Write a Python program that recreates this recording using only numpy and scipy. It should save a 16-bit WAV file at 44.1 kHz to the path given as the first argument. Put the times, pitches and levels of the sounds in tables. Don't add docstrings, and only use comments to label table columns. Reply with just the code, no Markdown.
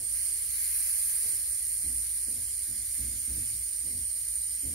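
import sys
import numpy as np
from scipy import signal
from scipy.fft import rfft, irfft, next_fast_len
from scipy.io import wavfile
from scipy.ndimage import uniform_filter1d, minimum_filter1d

SR = 44100
rng = np.random.default_rng(int(sys.argv[2]) if len(sys.argv) > 2 else 0)


def amplitude_ratio(level_db):
    exponent = np.asarray(level_db, float) / 20
    return 10 ** exponent


def master_out(mix):
    frames = np.transpose(np.atleast_2d(mix))
    ceiling = np.clip(frames, -1, 1)
    pcm = np.round(ceiling * 32767).astype(np.int16)
    wavfile.write(sys.argv[1], SR, pcm)


N = 209254
T = np.arange(N) / SR


def evened(x):
    return x / np.sqrt(np.mean(x ** 2) + 1e-20)


def read(points, hz):
    f, value = np.transpose(points)
    return np.interp(np.log(hz + 1), np.log(f + 1), value)


def humps(modes, hz):
    return np.sqrt(sum(amplitude_ratio(db) ** 2 / (1 + (2 * (hz - f) / width) ** 2) ** 2 for f, width, db in modes))


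def patches(shape, bins, frames):
    field = uniform_filter1d(rng.standard_normal(shape), size=bins, axis=-2)
    return evened(uniform_filter1d(field, size=frames, axis=-1))


def ports(z, other, alike, lead=0):
    alike = np.clip(alike, 0, 1)
    left = alike * z * np.exp(1j * lead) + np.sqrt(1 - alike ** 2) * other
    return np.array([left, z])


def jet():
    # (time [s], flow [dB], leak past the seal [dB])
    flow_points = [(0, -3, 0), (0.06, -1.5, -1.5), (0.16, 0.5, 3), (0.45, 0.3, 1.5), (0.54, -1.5, 4),
                   (0.6, -1, 5.5), (0.85, 1, 5.5), (1.35, 2.5, 2.5), (1.385, 0.5, 1.3), (1.9, 0.7, -0.7),
                   (2.25, -0.5, 0), (2.9, -0.3, -0.4), (3.01, .3, 1.5), (3.1, -0.1, -0.5), (3.5, 0.9, -0.3),
                   (3.6, 0.4, -2.5), (4.2, 0.4, -2), (4.745, -0.2, -1.5)]
    # (low edge [Hz], high edge [Hz])
    bands_hz = [(8400, 10000), (10000, 13200), (13200, 15700), (1500, 8000)]
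    # (level [dB], share of flow swings [dB/dB], share of leak swings [dB/dB])
    parts = [
        (-33, 1.5, 0.014),
        (-37.5, 0.49, 0.95),
        (-50.5, 0.35, 0.73),
        (-46.5, 0.31, 0.55),
    ]
    # (centre [Hz], width [Hz], level [dB])
    left_modes = [(1900, 900, -33), (2680, 900, -38), (3050, 250, -31), (3440, 900, -32), (4080, 330, -25),
                  (4430, 200, -21), (4740, 260, -20), (5350, 900, -24), (6080, 130, -28), (6440, 570, -28),
                  (7300, 460, -27), (8010, 190, -34), (8780, 420, -16), (9080, 310, -6), (9440, 380, -6),
                  (9750, 130, -6), (10070, 370, -4), (10330, 150, -7), (10640, 250, -9), (10920, 380, -10),
                  (11470, 480, -10), (11760, 150, -7), (12230, 900, -12), (12550, 120, -6),
                  (12630, 900, -13), (13530, 520, -23), (13970, 900, -25), (14680, 900, -27),
                  (15220, 320, -25), (15650, 530, -20)]
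    # (centre [Hz], width [Hz], level [dB])
    right_modes = [(1230, 150, -33), (1620, 220, -30), (2150, 880, -24), (3030, 270, -30), (3420, 270, -32),
                   (3670, 160, -32), (4360, 730, -23), (4840, 210, -21), (5260, 720, -21), (6170, 900, -20),
                   (7300, 760, -15), (7950, 220, -19), (8300, 160, -15), (8750, 250, 1), (8940, 140, -2),
                   (9110, 150, 1), (9340, 470, 1), (9900, 400, -4), (10290, 220, -9), (10870, 680, -11),
                   (11590, 360, -12), (12010, 400, -14), (12310, 280, -15), (12570, 140, -17),
                   (12840, 490, -19), (13410, 750, -17), (14280, 470, -20), (14760, 260, -23),
                   (15190, 680, -27), (15610, 440, -23)]
    # (centre [Hz], width [Hz], level [dB])
    whistles = [(1960, 28, -18.5), (2150, 31, -20), (9400, 33, -47), (10700, 33, -10.5), (4400, 98, -21)]
    # (centre [Hz], width [Hz], level [dB])
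    skirt = [(724, 430, -44), (1130, 92, -58)]
    # (frequency [Hz], phase [rad])
    lead_points = [(900, 0.4), (2000, 1.08), (2650, 1.73), (4000, -0.35), (4450, 1.6), (4850, -2.5),
                   (5200, -0.04), (7000, 1.3), (9000, -0.35), (10100, -2.5), (10850, 1.26), (11300, 3),
                   (13000, 4), (14500, 7)]
    # (frequency [Hz], share [0-1])
    alike_points = [(1000, .6), (2100, .8), (3500, .5), (5300, .8), (7800, .55), (8900, .92), (10500, .75),
                    (12000, .85), (15500, .6)]
    # (centre [Hz], width [Hz], lift [dB], end [s])
    grip = (10900, 220, 2.34, 3.1)
    sway_db_per_db = -0.25
    climb_db_per_khz_db = 0.77
    turn_rad_per_db = 0.12

    noise = rng.standard_normal((2, N + 1024))
    z, other = signal.stft(noise, SR, nperseg=1024, noverlap=768)[2]
    hz = np.fft.rfftfreq(1024, 1 / SR)
    t = np.arange(z.shape[1]) * 256 / SR
    s, flow_db, leak_db = np.transpose(flow_points)
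    flow, leak = np.interp(t, s, flow_db), np.interp(t, s, leak_db)
    paths = np.array([humps(left_modes + skirt, hz), humps(right_modes + skirt + whistles, hz)])

    power = (paths ** 2).mean(0)
    share_db = [10 * np.log10(power[(hz > lo) & (hz < hi)].sum()) for lo, hi in bands_hz]
    swell = np.array([db + a * flow + b * leak - share for (db, a, b), share in zip(parts, share_db)])
    roar = swell[3].mean() + 1.11 * (swell[1] - swell[1].mean()) - 0.3
    swell = np.vstack([swell, roar])
    part = np.array([4, 3, 0, 1, 2])[np.searchsorted([2700, 8200, 10000, 13200], hz)]
    field = uniform_filter1d(swell[part], size=9, axis=0)

    grip_hz, grip_width_hz, grip_db, grip_end_s = grip
    grip_gain = grip_db / (1 + (2 * (hz - grip_hz) / grip_width_hz) ** 4)
    field += grip_gain[:, None] * np.sign(grip_end_s - t)
    slope_khz = np.clip((hz - 9300) / 1000, -0.8, 0.6) * (hz > 8200) * (hz < 10000)
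    field += climb_db_per_khz_db * slope_khz[:, None] * leak
    tilt = sway_db_per_db * leak / 2 * np.array([1, -1])[:, None, None] * (hz > 8200)[:, None]

    drift = 1.0 * patches((2,) + z.shape, 2, 120)
    drift = drift + 2.2 * patches(z.shape, 3, 200) * (hz > 7000)[:, None]
    drift = drift + 1.3 * patches(z.shape, 14, 6)
    flicker = 0.14 * patches((1, len(t)), 1, 5)

    lead = read(lead_points, hz)[:, None] + turn_rad_per_db * leak * (hz > 11200)[:, None]
    z = ports(z, other, 0.84 * read(alike_points, hz)[:, None], lead) * paths[:, :, None]
    z = z * amplitude_ratio(field + tilt + drift + flicker + 26.5)
    return echoed(signal.istft(z, nperseg=1024, noverlap=768)[1][:, :N])


def echoed(x, t60_s=0.12, wet_db=-14):
    t = np.arange(SR // 8) / SR
    tail = rng.standard_normal((2, len(t))) * amplitude_ratio(-60 * t / t60_s) * (t > 0.003)
    tail *= amplitude_ratio(wet_db) / np.linalg.norm(tail, axis=1, keepdims=True)
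    tail[:, 0] = 1
    return signal.fftconvolve(x, tail, axes=1)[:, :N]


def coloured(x, gain):
    size = next_fast_len(N)
    hz = np.fft.rfftfreq(size, 1 / SR)
    return evened(irfft(rfft(x, size) * gain(hz), size)[:N])


def jolts():
    # (start [s], shudder length [s], knock [dB], rattle [dB], thud [dB])
    events = [(-0.02, 0.036, -62, -57.5, -51.5), (1.205, 0.17, -64.5, -61.5, -58),
              (1.819, 0.086, -52.5, -68, -47.5), (1.912, .07, -68, -72, -54),
              (2.255, 0.072, -53.5, -63.5, -57), (2.342, 0.055, -63, -67, -50.5),
              (2.666, 0.11, -55, -71, -48.5), (2.969, 0.21, -51.5, -67, -41.5),
              (3.261, 0.1, -50.5, -63.5, -43), (3.348, 0.061, -55, -76, -48),
              (3.493, 0.079, -65, -87, -53.5), (3.831, 0.087, -54.5, -63, -50),
              (3.914, .1, -59, -71.5, -49.5), (4.618, .07, -48, -61, -41.5), (4.705, .05, -54, -69, -48)]
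    # (centre [Hz], width [Hz], level [dB])
    knock_modes = [(168, 56, -3.5), (253, 63, 1), (306, 110, -6)]
    # (centre [Hz], width [Hz], level [dB])
    rattle_modes = [(429, 75, -2.5), (528, 65, -1.5), (710, 270, -14)]
    # (centre [Hz], width [Hz], level [dB])
    thud_modes = [(61.2, 14, 6), (88, 40, -1), (107.7, 16, -11.5)]
    # (delay [s], sag while shaken [dB/s], fade after [dB/s])
    settle = [
        (0.001, 60, 216),
        (0.01, 54, 260),
        (0.018, 38, 111),
    ]
    rise_s = 0.022

    shake = rng.standard_normal(N)
    rings = [coloured(shake, lambda hz: humps(modes, hz)) for modes in (knock_modes, rattle_modes, thud_modes)]
    rings = [evened(x / np.sqrt(uniform_filter1d(x ** 2, size=1300) + 0.22)) for x in rings]
    out = np.zeros(N)
    for start, length, *level_db in events:
        for db, (delay, sag_db, fade_db), ring in zip(level_db, settle, rings):
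            t = T - start - delay
            rise = np.clip(t / rise_s, 0, 1) ** 2
            fall_db = sag_db * np.clip(t, 0, length) + fade_db * np.maximum(t - length, 0)
            out += rise * amplitude_ratio(db - fall_db) * ring
    return out


def room():
    # (frequency [Hz], density [dB per Hz])
    rumble = [(20, -26), (45, -6.5), (70, -2), (90, -6), (118, -9), (140, -21), (210, -23), (300, -24.5),
              (450, -26), (900, -39), (1500, -81), (2500, -51)]
    level_db = -58.5
    return amplitude_ratio(level_db) * coloured(rng.standard_normal(N), lambda hz: amplitude_ratio(read(rumble, hz)))


def low(x, other):
    # (frequency [Hz], share [0-1])
    alike_points = [(60, .998), (100, .985), (160, .8), (250, .8), (500, .55), (1200, .4)]
    # (frequency [Hz], left-right balance [dB])
    balance_points = [(60, 0), (125, -1), (250, -6.5), (500, 0.5), (1200, -16.5)]
    size = next_fast_len(N)
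    hz = np.fft.rfftfreq(size, 1 / SR)
    half_db = read(balance_points, hz) / 2
    z = ports(rfft(x, size), rfft(other, size), read(alike_points, hz))
    return irfft(z * amplitude_ratio(np.array([half_db, -half_db])), size)[:, :N]


def hum():
    # (frequency [Hz], rms level [dB], left-right balance [dB])
    tones = [(60.3, -56.5, 1), (240, -78.5, -18.5), (469, -86, 10)]
    waver = uniform_filter1d(rng.standard_normal(N), size=6000)
    waver = evened(uniform_filter1d(waver, size=6000))
    out = np.zeros((2, N))
    for hz, db, pan_db in tones:
        level_db = db + 0.49 * waver + np.array([[pan_db], [-pan_db]]) / 2
        out += np.sqrt(2) * amplitude_ratio(level_db) * np.sin(2 * np.pi * hz * T)
    return out


def masked(x):
    # (frequency [Hz], density [dB per Hz])
    mask_points = [(1800, -112), (2500, -102), (2900, -101), (3300, -99), (3880, -97), (4300, -95),
                   (5200, -94), (6000, -97), (7000, -99), (8000, -98), (8400, -92), (9000, -92),
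                   (13000, -92), (14500, -96), (15700, -94)]
    spot_db = 1.5
    window = np.sin(np.pi * (np.arange(2048) + 0.5) / 2048)
    hz, _, z = signal.stft(x, SR, window, nperseg=2048, noverlap=1024, scaling="psd")
    power = 2 * abs(z) ** 2 + 1e-20
    loud_db = uniform_filter1d(10 * np.log10(power.sum((0, 1))), size=5)
    mask_db = read(mask_points, hz)[:, None] + 0.6 * (loud_db - loud_db.mean())
    mask = amplitude_ratio(mask_db + 2.4 * patches(z.shape[1:], 8, 1)) ** 2
    nearby = uniform_filter1d(uniform_filter1d(power.mean(0), size=5, axis=0), size=2, axis=1)
    spots = (nearby > mask * amplitude_ratio(spot_db) ** 2) * 1.0
    spots = minimum_filter1d(minimum_filter1d(spots, size=3, axis=0), size=2, axis=1, origin=-1)
    z = z * spots * (power > mask)
    return signal.istft(z, SR, window, nperseg=2048, noverlap=1024, scaling="psd")[1][:, :N]


def scene():
    return jet() + low(jolts() + room(), jolts() + room()) + hum()


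def low_pass(x):
    return signal.sosfilt(signal.butter(12, 16040, fs=SR, output="sos"), x)


def record(dry):
    edge = signal.firwin(1023, 15740, window=("kaiser", 9), fs=SR)
    mix = masked(signal.oaconvolve(dry, edge[None], "same", axes=1))
    return low_pass(mix)


dry = scene()
out = record(dry)
master_out(out)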